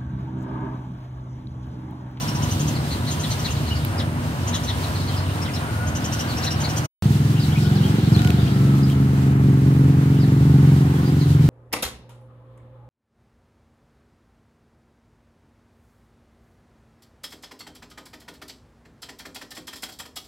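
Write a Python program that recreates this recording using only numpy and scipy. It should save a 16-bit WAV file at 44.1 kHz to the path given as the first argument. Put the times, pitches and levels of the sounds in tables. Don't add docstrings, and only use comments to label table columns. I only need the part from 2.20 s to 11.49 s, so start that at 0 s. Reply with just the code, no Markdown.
import sys
import numpy as np
from scipy import signal
from scipy.fft import rfft, irfft, next_fast_len
from scipy.io import wavfile
from scipy.ndimage import map_coordinates

SR = 44100
rng = np.random.default_rng(int(sys.argv[2]) if len(sys.argv) > 2 else 0)


def transcribe(u):
    v = np.clip(np.atleast_2d(u).T, -1, 1)
    q = np.round(v * 32767).astype(np.int16)
    wavfile.write(sys.argv[1], SR, q)


N = 409688
TIME = np.arange(N) / SR
CUT_START_S, CUT_END_S = 4.658, 4.824

# time in seconds, firings per second.
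NEAR_FIRING_RATE = [(4.82, 19.71), (5.02, 21.26), (5.43, 21.64), (5.75, 22.28), (6.16, 22.71), (7.2, 22.71),
                    (7.9, 22.8), (8.4, 22.61), (9.05, 21.97)]
# time in seconds, gain in dB, treble boost in dB.
EXHAUST_FADERS = [(4.85, -27.5, -0.5), (5.02, -26, -0.5), (5.3, -31.5, 0.5), (5.7, -30.5, 8),
                  (6.1, -27.5, 3.5), (6.5, -28.5, 5), (6.9, -31, 6), (7.3, -26.5, 5), (7.7, -27, 5),
                  (8.1, -26, 5.5), (8.5, -24, 0.5), (8.85, -34, 9), (9.2, -24, -1)]
# time in seconds, gain in dB.
SCATTER_FADER = [(4.82, -24), (5.3, -23.5), (5.9, -20), (6.8, -26), (7.5, -29.5), (9.2, -27)]
CLATTER_FADER = [(4.82, -43), (8, -40.5), (8.8, -37.5), (9.29, -46)]
# frequency in Hz, gain in dB.
EXHAUST_EQ = [(40.0, -52.5), (68.0, -15), (87.0, -3), (110.0, 9.5), (137.0, 6.1), (160.0, 6.5),
              (182.0, -6.5), (205.0, 1.5), (228.0, -13.5), (272.0, -6), (320.0, -14.5), (400.0, -20),
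              (500.0, -29.5), (1000.0, -56)]
SCATTER_EQ = [(40, -53), (60, -24), (85, 2.5), (130, 1), (200, 3), (280, -5), (400, -12), (520, -25),
              (1000, -51.5)]
CLATTER_EQ = [(300, -16), (550, -8.5), (800, -0.5), (1200, -3), (2000, -9), (4000, -26.5), (12000, -25.5)]
# time in seconds, lag of the right channel in ms.
RIGHT_LAG = [(6.1, 0.093), (7.2, 0.17), (7.8, .14), (8.7, 0.086)]

def near_engine():
    unrest = np.interp(TIME, (7.1, 8.7), [1, 0.44])
    cycle = np.cumsum(curve(NEAR_FIRING_RATE)) / SR
    cycle -= np.interp(4.856, TIME, cycle)
    cycle += 0.008 * unrest * wobble(9)
    pulses = firings(cycle, spread_db=0.45, jitter_s=0.00008)
    pulses *= amp(1.2 * unrest * wobble(22))
    exhaust_db, boost_db = curves(EXHAUST_FADERS)
    treble = filtered(pulses, lambda hz: 1 - 1 / (1 + (hz / 197) ** 8))
    bite = amp(boost_db + 0.15 * unrest * wobble(22))
    bright_pulses = pulses + (bite - 1) * treble
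    exhaust = exhaust_echoes(pipe(bright_pulses, EXHAUST_EQ, muffler_hz=754))
    exhaust *= amp(exhaust_db + 0.44 * wobble(3.6))
    diffuse = wander(pipe(pulses, SCATTER_EQ, muffler_hz=796), rate=2.602)
    gas = amp(-4) * noise(SCATTER_EQ) * puffs(cycle, lag=0.22, depth=0.65)
    clatter = amp(curve(CLATTER_FADER)) * noise(CLATTER_EQ) * puffs(cycle, lag=0.19, depth=0.28)
    scatter_db = curve(SCATTER_FADER)
    left = exhaust + amp(scatter_db - 3) * diffuse
    right = delayed(left, curve(RIGHT_LAG))
    return np.array([left, right]) + amp(scatter_db) * gas + clatter

# time in seconds, then each echo as a share of the direct sound (negative inverts).
ECHO_GAINS = [(4.9, 0.22, 0.23, 0.25), (5.3, 0.29, 0.37, 0.55), (5.7, 0.28, 0.1, 0.23),
              (6.1, 0.05, 0.41, 0.05), (6.5, 0.56, 0.46, 0.65), (6.9, 1, 0.56, 0.37),
              (7.3, 0.63, 0.6, 0.21), (7.7, 0.78, 0.96, 0.23), (8.1, 0.46, 0.45, 0.46),
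              (8.5, 0.75, 0.49, -0.028), (8.85, 0.77, 0.84, -0.33), (9.2, 0.88, 0.09, 0.14)]
# time in seconds, then each echo's delay in ms.
ECHO_DELAYS = [(4.9, 15.65, 22.43, 27.68), (5.3, 15.13, 22.22, 26.39), (5.7, 14.97, 21.82, 26.41),
               (6.1, 15.94, 21.38, 27.73), (6.5, 15.44, 21.5, 28.93), (6.9, 15.32, 22.58, 30.39),
               (7.3, 15.34, 22.59, 28.43), (7.7, 14.8, 21.8, 26.93), (8.1, 14.86, 21.77, 26.64),
               (8.5, 13.81, 21.47, 27.96), (8.85, 13.65, 21.45, 28.71), (9.2, 13.35, 21.64, 28.54)]

def exhaust_echoes(direct):
    echoes = zip(curves(ECHO_GAINS), curves(ECHO_DELAYS))
    return direct + sum(gain * delayed(direct, ms) for gain, ms in echoes)

# time in seconds, firings per second.
FAR_FIRING_RATE = [(0, 27), (.5, 21.6), (1.3, 28.4), (2, 22), (2.4, 24.5), (3, 23.4), (3.5, 21.8),
                   (4.65, 21.5)]
# frequency in Hz, gain in dB.
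FAR_EQ = [(18, -65), (30, -45.5), (43, -25), (57, -10), (81, 1.5), (151, -1), (176, -15.5), (234, -7),
          (259, -12), (467, -25), (600, -26.5), (780, -40.5), (1320, -120)]

def far_engine():
    cycle = np.cumsum(curve(FAR_FIRING_RATE)) / SR
    pulses = firings(cycle, spread_db=0.5, jitter_s=0.00021)
    thuds = unit(pipe(pulses, FAR_EQ, muffler_hz=596))
    rumble = noise(FAR_EQ) * puffs(cycle, lag=0.25, depth=0.044)
    reflected = wander(thuds, rate=1.95)
    return amp(-27.5) * (from_left(amp(-5.5) * thuds + amp(-2) * reflected) + amp(-0.5) * rumble)

# time in seconds, firings per second.
MOTOR_RATE_BEFORE = [(0, 33), (.5, 37.4), (1.2, 34.4), (1.8, 40.3), (4.65, 43.5)]
MOTOR_RATE_AFTER = [(4.82, 41.3), (6.5, 41), (9.29, 40.8)]
# time in seconds, level in dB.
MOTOR_FADER_BEFORE = [(0, -31.5), (.55, -29.5), (.9, -34.5), (2.4, -33), (4.65, -31.5)]
# frequency in Hz, gain in dB.
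MOTOR_EQ_BEFORE = [(40, -29.5), (76, -1), (115, -8.5), (150, 6.5), (195, -6.5), (235, -1), (275, -7.5),
                   (305, -1.5), (360, -22.5), (400, -19), (700, -21)]
MOTOR_EQ_AFTER = [(40, -34), (82, 0), (123, -10), (164, -8), (205, -18), (246, -18), (400, -34),
                  (700, -48)]

def motor(firing_rate, eq, db):
    cycle = np.cumsum(curve(firing_rate)) / SR
    pulses = firings(cycle, spread_db=-1, jitter_s=0.0001)
    drone = unit(pipe(pulses, eq, muffler_hz=693))
    return from_left(amp(db + 2.16 * wobble(4.96)) * drone)

# start in seconds, level in dB, edge against body in dB.
SNAP_HITS = [(1.649, -28, 7), (5.964, -24.5, -12), (5.993, -23.5, -21), (6.019, -21, -21),
             (6.048, -19.5, -21), (6.074, -19, -13), (6.104, -18, -14), (6.7, -27.5, -12)]
# frequency in Hz, gain in dB.
SNAP_BODY_EQ = [(600, -28), (1800, -6), (3000, -0.5), (4500, -15.5), (8000, -17.5), (15000, -32)]
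SNAP_EDGE_EQ = [(5000, -27), (10000, -22), (12500, -2), (15500, -12), (17000, -37)]

def snaps():
    body, edge = np.zeros((2, N))
    t = np.arange(SR // 20) / SR
    decay = amp(-60 * t / 0.013)
    for start, db, edge_db in SNAP_HITS:
        add(body, start, amp(db) * decay)
        add(edge, start, amp(db + edge_db) * decay)
    return body * noise(SNAP_BODY_EQ) + edge * noise(SNAP_EDGE_EQ)

def birds():
    chips, scratch = twitter()
    song, reverb_send = calls()
    direct = from_left(chips + song, lag_samples=2) * amp([[1.5], [-1.5]])
    return direct + garden_reverb(amp(-1.5) * chips + reverb_send + amp(1) * flock()) + scratch

# start in seconds, pitch of the upper harmonic in Hz, relative level in dB.
CHIP_NOTES = [(0.004, 5720.0, -37), (0.076, 5500, -34.5), (0.147, 5710.0, -37), (0.222, 6040.0, -34),
              (0.305, 6080.0, -34), (0.395, 6290.0, -34), (0.472, 6210.0, -34), (0.908, 6470.0, -34),
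              (0.995, 6330, -36.6), (1.104, 6110.0, -35), (1.189, 5770.0, -39), (1.303, 6370, -37.5),
              (2.273, 6220.0, -33), (2.341, 6140.0, -32), (2.433, 5900, -38), (3.215, 5250.0, -38.5),
              (3.334, 5300, -37), (3.668, 6260.0, -38.5), (3.75, 5950.0, -34), (3.841, 5920.0, -33.5),
              (3.922, 5820, -32), (3.991, 5700, -31.5), (4.168, 5670, -36), (4.234, 5480.0, -30.8),
              (4.305, 5440.0, -32), (4.401, 6160.0, -35.5), (4.489, 5790, -36.5), (4.562, 6010, -32.5),
              (4.639, 6000, -41.2)]
# time in seconds, gain in dB.
SCRATCH_FADER = [(0, -3), (2.4, -2.5), (3.8, -2), (4.4, -2), (4.6, 2.5)]
# frequency in Hz, gain in dB.
SCRATCH_EQ = [(1200, -11), (3000, -16), (5500, 1.5), (8000, -4.5), (10500, -8), (13000, -9), (15500, -21)]

def twitter():
    chips, bursts = np.zeros((2, N))
    for start, hz, db in CHIP_NOTES:
        arch = hz * np.array([0.9, 1.03, 0.98])
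        add(chips, start, amp(db + 1.5) * note(0.026, arch, rasp=0.55, trill=1))
        add(chips, start, amp(db - 4.5) * note(0.026, arch / 2, rasp=0.6))
        add(bursts, start - 0.011, amp(db - 1.5) * np.hanning(int(0.058 * SR)))
    return chips, bursts * amp(curve(SCRATCH_FADER)) * noise(SCRATCH_EQ)

def cheep(length, hz):
    steepness = np.exp(0.5 * rng.uniform(-1, 1))
    arch = hz * np.array([0.98, 1.02, 0.8]) ** steepness
    tone = sum(amp(db) * note(length, arch * k / 2, rasp=0.36, trill=k / 2)
               for k, db in enumerate((-8.5, 4.5, -9.5), 1))
    swell = np.abs(np.sin(np.pi * np.linspace(0, 1, len(tone)) ** 1.15))
    return tone * swell

# start in seconds, length in seconds, pitch in Hz, relative level in dB.
CHEEP_NOTES = [(0.542, 0.04, 4380, -36.5), (.696, 0.057, 4160, -34), (0.86, 0.053, 4130, -33.5),
               (1.028, 0.035, 3810, -30), (1.098, 0.041, 4260, -33.5), (1.238, 0.044, 3970, -28.5),
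               (1.343, 0.038, 4300, -40), (1.45, 0.064, 4270, -38.5), (1.544, 0.041, 4600, -36.5),
               (1.775, 0.027, 4890, -34.5), (1.787, 0.032, 3630, -31), (2.323, 0.049, 3730, -29.5),
               (2.468, 0.056, 3800, -28.5), (2.626, 0.032, 4150, -37.5), (2.741, 0.044, 4130, -37.5),
               (2.787, 0.051, 4260, -40), (2.862, 0.046, 4260, -37), (2.96, 0.029, 4920, -37),
               (3.025, 0.036, 4100, -50), (3.242, 0.037, 3494, -36), (3.351, 0.035, 3930, -36.5),
               (4.07, 0.072, 4320, -36.5), (4.218, 0.032, 4200, -33.5), (4.255, 0.043, 3850, -28.5),
               (4.43, 0.042, 4330, -29.5), (8.985, 0.068, 4250, -40)]
# start and length in seconds, first, middle and last pitch in Hz, relative level in dB.
WHISTLE_NOTES = [(1.276, 0.024, 2980, 2756, 2840, -31), (1.504, 0.037, 2780, 2955, 2760, -29),
                 (2.885, 0.018, 3270, 3210, 3180, -38), (2.933, 0.02, 3600, 3250, 2860, -35),
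                 (2.984, 0.023, 4300, 4260, 4100, -38.5), (3.086, .025, 2650, 2850, 3050, -37),
                 (3.278, 0.024, 1910, 2250, 2950, -35), (5.318, 0.022, 2752, 3220, 3660, -33),
                 (5.354, 0.028, 2200, 2440, 2710, -32), (5.45, .03, 2900, 3400, 4000, -35),
                 (5.55, 0.051, 5100, 3960, 2550, -36), (5.621, 0.042, 2590, 3240, 2990, -34),
                 (5.944, 0.02, 4290, 4200, 4000, -29), (5.969, 0.031, 3150, 3670, 3980, -31.5),
                 (6.181, 0.064, 4640, 4750, 4820, -41), (6.261, 0.024, 2400, 2870, 3670, -35),
                 (6.63, 0.018, 5000, 4870, 4870, -34), (6.69, 0.038, 2810, 3260, 2850, -40),
                 (8.75, .025, 3360, 3270, 3240, -39), (8.835, 0.054, 4750, 4805, 4850, -39)]
# start in seconds, relative level in dB.
SLUR_CUES = [(5.155, -38.5), (7.949, -45)]
# offset and length in seconds, first, middle and last pitch in Hz, gain in dB.
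SLUR_HALVES = [(0, .05, 2780, 3075, 4240, 3), (0.042, 0.063, 5100, 4460, 3480, 5.5)]

def calls():
    notes = [(start, db, cheep(length, hz)) for start, length, hz, db in CHEEP_NOTES]
    notes += [(start, db, note(length, arch, rasp=0.18)) for start, length, *arch, db in WHISTLE_NOTES]
    notes += [(start + offset, db + half_db, note(length, arch, rasp=0.5))
              for start, db in SLUR_CUES for offset, length, *arch, half_db in SLUR_HALVES]
    song, reverb_send = np.zeros((2, N))
    for start, db, sound in notes:
        wet = amp(0.7 * (-35.5 - db))
        direct = amp(db) / np.hypot(1, wet) * sound
        add(song, start, direct)
        add(reverb_send, start, wet * direct)
    return song, reverb_send

# start in seconds, end in seconds, relative chirp level in dB.
FLOCK_BOUTS = [(0, .4, -51), (0.403, 1.65, -48.5), (2.2, 2.75, -50.5), (2.75, 3.05, -46), (3.05, 3.4, -53),
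               (3.747, 4.6, -47), (5.099, 5.38, -49), (5.378, 6.3, -44.5), (6.303, 6.852, -55),
               (7.95, 8.75, -58), (8.799, 9.25, -54)]

def flock(chirps_per_s=55):
    song = np.zeros(N)
    for start, end, db in FLOCK_BOUTS:
        for onset in np.arange(start, end, 1 / chirps_per_s):
            late, pitch, slope, hump, size, stretch = rng.standard_normal(6)
            hz = 3800 * np.exp(0.15 * pitch)
            arch = hz * np.exp([0.12 * slope, 0.06 * hump, -0.12 * slope])
            chirp = note(0.048 * np.exp(0.3 * stretch), arch, rasp=0.88)
            add(song, onset + 0.5 * late / chirps_per_s, amp(db + 2 * size) * chirp)
    return song

def note(length, arch_hz, rasp, trill=0):
    progress = np.linspace(0, 1, max(int(length * SR), 64))
    hz = np.polyval(np.polyfit([0, 0.5, 1], arch_hz, 2), progress)
    flutter_hz = 450 * np.interp(progress * length * 700, np.arange(256), rng.standard_normal(256))
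    trill_rate = 290 * rng.uniform(0.85, 1.15)
    swing_hz = 290 * np.sin(2 * np.pi * (trill_rate * length * progress + rng.random()))
    phase = 2 * np.pi * np.cumsum(hz + rasp * flutter_hz + trill * swing_hz) / SR
    return np.sin(phase) * np.abs(np.sin(np.pi * progress)) ** 0.3

# time in seconds, pitch in Hz, gains of harmonics one and two in dB.
CROW_CURVES = [
    [(3.3, 701, -56, -48), (3.6, 722, -52, -45), (3.8, 764.6, -52, -44.5), (4.25, 779, -46.5, -47),
     (4.62, 765, -48, -45)],
    [(5.1, 740, -52, -60), (5.18, 762, -45, -51), (5.32, 735, -54, -54), (5.5, 754, -44, -46),
     (5.64, 837, -43, -51), (5.78, 850, -50, -63), (5.95, 740, -47, -46), (6.1, 705, -43, -44),
     (6.3, 679, -54, -52), (6.5, 647, -53, -47), (6.98, 634, -60, -55)],
    [(8.25, 740, -53, -60), (8.5, 770, -46, -55), (8.85, 752, -48, -57), (9.15, 755, -54, -60)],
]

def roosters():
    crows = np.zeros(N)
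    for rows in CROW_CURVES:
        hz, first_db, second_db = curves(rows)
        phase = 2 * np.pi * np.cumsum(hz * (1 + 0.028 * wobble(110))) / SR
        tone = amp(first_db) * np.sin(phase) + amp(second_db) * np.sin(2 * phase)
        start, end = rows[0][0], rows[-1][0]
        gate = np.clip(np.minimum(TIME - start, end - TIME) / 0.04, 0, 1)
        crows += amp(2 * wobble(14)) * gate * tone
    return amp(-4) * from_left(crows) + amp(2) * garden_reverb(crows)

# time in seconds, pitch in Hz, level in dB.
INSECT_CURVE = [(0, 8960, -49), (.5, 8830, -57), (.65, 8800, -51), (1.05, 8880, -47), (1.35, 9100, -57),
                (1.52, 9030, -54), (1.75, 9030, -49), (2, 8980, -54.5), (2.15, 8950, -57), (2.4, 9127, -52),
                (2.9, 8960, -52), (3.6, 8970, -48.5), (3.75, 9000, -56), (4.1, 8900, -60), (4.5, 9000, -53)]

def insect(wingbeat_hz=88.6):
    pitch, db = curves(INSECT_CURVE)
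    hz = pitch + 230 * np.array([wobble(900), wobble(900)])
    ring = np.sin(2 * np.pi * np.cumsum(hz, axis=1) / SR)
    return amp(db) * unit(ring * puffs(wingbeat_hz * TIME, lag=0, depth=0.83))

# time in seconds, level in dB.
WHINE_FADER = [(0, -42), (.3, -40), (.5, -46), (4.65, -51)]
# frequency in Hz, gain in dB.
WHINE_EQ = [(840, -59.5), (950, 1.5), (1010, 2), (1150, -60)]

def whine():
    return amp(curve(WHINE_FADER)) * noise(WHINE_EQ)

# time in seconds, traffic gain in dB, leaf gain in dB.
BED_BEFORE = [(0.0, -36, -37), (0.82, -36.5, -39.5), (1.15, -36, -35.5), (1.91, -36.5, -43.5),
              (2.58, -36, -38.5), (3.68, -35.5, -42.5), (3.95, -34, -38), (4.35, -34.5, -39.5)]
BED_AFTER = [(4.82, -37, -39.5), (6.05, -34.5, -38.5), (7.2, -38.5, -45.5), (9.29, -38.5, -42)]
# frequency in Hz, gain in dB.
TRAFFIC_EQ_BEFORE = [(210, -31), (350, 0), (390, -4.5), (471, -4.5), (600, -0.5), (868, -2.5), (958, -1.5),
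                     (1230, -3.5), (1440, -4), (2290, -12.5), (3000, -13.5), (3900, -49), (6600, -120)]
TRAFFIC_EQ_AFTER = [(290, -9.5), (500, -3.5), (568, -12), (665, -7), (744, -6), (939, -9), (1110, -10),
                    (1390, -8), (2290, -15), (3000, -19.5), (3900, -50), (6600, -120)]
LEAF_EQ = [(1200, -18.5), (2200, 1.5), (3000, 8.5), (4200, 7.5), (5500, 4), (7500, 1.5), (9000, 2),
           (10500, -3.5), (12500, -0.5), (15500, -4.5)]

def traffic_and_leaves(faders, traffic_eq, traffic_trim_db=0):
    traffic_db, leaf_db = curves(faders)
    traffic = amp(traffic_db + traffic_trim_db + 1.08 * wobble(12)) * noise(traffic_eq)
    leaves = amp(leaf_db + 1.28 * wobble(17)) * noise(LEAF_EQ)
    return traffic + leaves

# frequency in Hz, seconds to die away by 60 dB.
REVERB_TIMES = [(200, 0.42), (3000, 0.2), (10000, 0.11)]

def garden_reverb(x):
    hz, t, bands = signal.stft(rng.standard_normal((2, SR // 2)), SR, nperseg=256)
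    decay = amp(-60 * t / along(REVERB_TIMES, hz)[:, None])
    tail = signal.istft(bands * decay, SR, nperseg=256)[1]
    return signal.fftconvolve(x[None], tail / np.linalg.norm(tail[0]), axes=1)[:, :N]

# frequency in Hz, left-right likeness from 0 to 1.
STEREO_LIKENESS = [(30, 0.58), (100, 1), (250, 0.89), (500, 0.58), (1000, 0.79), (2000, 0.15), (8000, 0.11)]

def noise(eq):
    def response(hz):
        width = np.arccos(along(STEREO_LIKENESS, hz)) / 2
        return amp(along(eq, hz)) * [np.cos(width), np.sin(width)]
    mid, side = filtered(rng.standard_normal((2, N)), response)
    return unit(from_left(np.array([mid + side, mid - side])))

def firings(cycle, spread_db, jitter_s):
    onsets = np.flatnonzero(np.diff(np.floor(cycle)) > 0)
    size, late = rng.standard_normal((len(onsets), 2)).T
    jittered = np.clip(onsets + late * jitter_s * SR, 0, N - 1).astype(int)
    heights = amp(spread_db * size) * 0.5 / np.diff(cycle)[onsets]
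    return np.bincount(jittered, heights, N)

def pipe(pulses, eq, muffler_hz, size=8192):
    cepstrum = irfft(np.log(amp(along(eq, np.fft.rfftfreq(size, 1 / SR)))))
    cepstrum[1:size // 2] *= 2
    cepstrum[size // 2 + 1:] = 0
    ring = irfft(np.exp(rfft(cepstrum)))
    rung = signal.fftconvolve(pulses, ring)[:N]
    return filtered(rung, lambda hz: 1 / (1 + (hz / muffler_hz) ** 6))

def puffs(cycle, lag, depth):
    return unit(np.exp(depth * np.cos(2 * np.pi * (cycle - lag))))

def wander(x, rate):
    first, second = garden_reverb(x)
    blend = wobble(rate)
    return unit(first * np.cos(blend) + second * np.sin(blend))

def from_left(x, lag_samples=12):
    left, right = np.broadcast_to(x, (2, N))
    return np.array([left, np.pad(right, (lag_samples, 0))[:N]])

def delayed(x, delay_ms):
    return np.interp(TIME - delay_ms / 1000, TIME, x)

def filtered(x, response):
    size = next_fast_len(N + SR // 2)
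    return irfft(rfft(x, size) * response(np.fft.rfftfreq(size, 1 / SR)), size)[..., :N]

def wobble(rate):
    knots = rng.standard_normal(int(N * rate / SR) + 4)
    return map_coordinates(knots, [TIME[::16] * rate], order=2).repeat(16)[:N]

def curves(rows):
    times, *columns = np.transpose(rows)
    return [np.interp(TIME, times, column) for column in columns]

def curve(rows):
    return curves(rows)[0]

def along(rows, hz):
    freqs, values = np.transpose(rows)
    return np.interp(np.log(hz + 1), np.log(freqs + 1), values)

def add(track, start_s, sound):
    part = track[max(round(start_s * SR), 0):][:len(sound)]
    part += sound[:len(part)]

def amp(db):
    return 10 ** (np.asarray(db) / 20)

def unit(x):
    return x / np.sqrt(np.mean(x ** 2) + 1e-20)

def scene():
    far = far_engine() + motor(MOTOR_RATE_BEFORE, MOTOR_EQ_BEFORE, curve(MOTOR_FADER_BEFORE))
    far += whine() + insect() + traffic_and_leaves(BED_BEFORE, TRAFFIC_EQ_BEFORE, traffic_trim_db=2.5)
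    near = near_engine() + motor(MOTOR_RATE_AFTER, MOTOR_EQ_AFTER, db=-29.5)
    near += traffic_and_leaves(BED_AFTER, TRAFFIC_EQ_AFTER)
    life = snaps() + birds() + roosters()
    fade_out = amp(-60 * np.clip((TIME - CUT_START_S) / 0.019, 0, 2))
    return (far + life) * fade_out + (near + life) * (TIME >= CUT_END_S)

def record(dry):
    return filtered(dry, lambda hz: hz < 15700)

dry = scene()
out = record(dry)
transcribe(out)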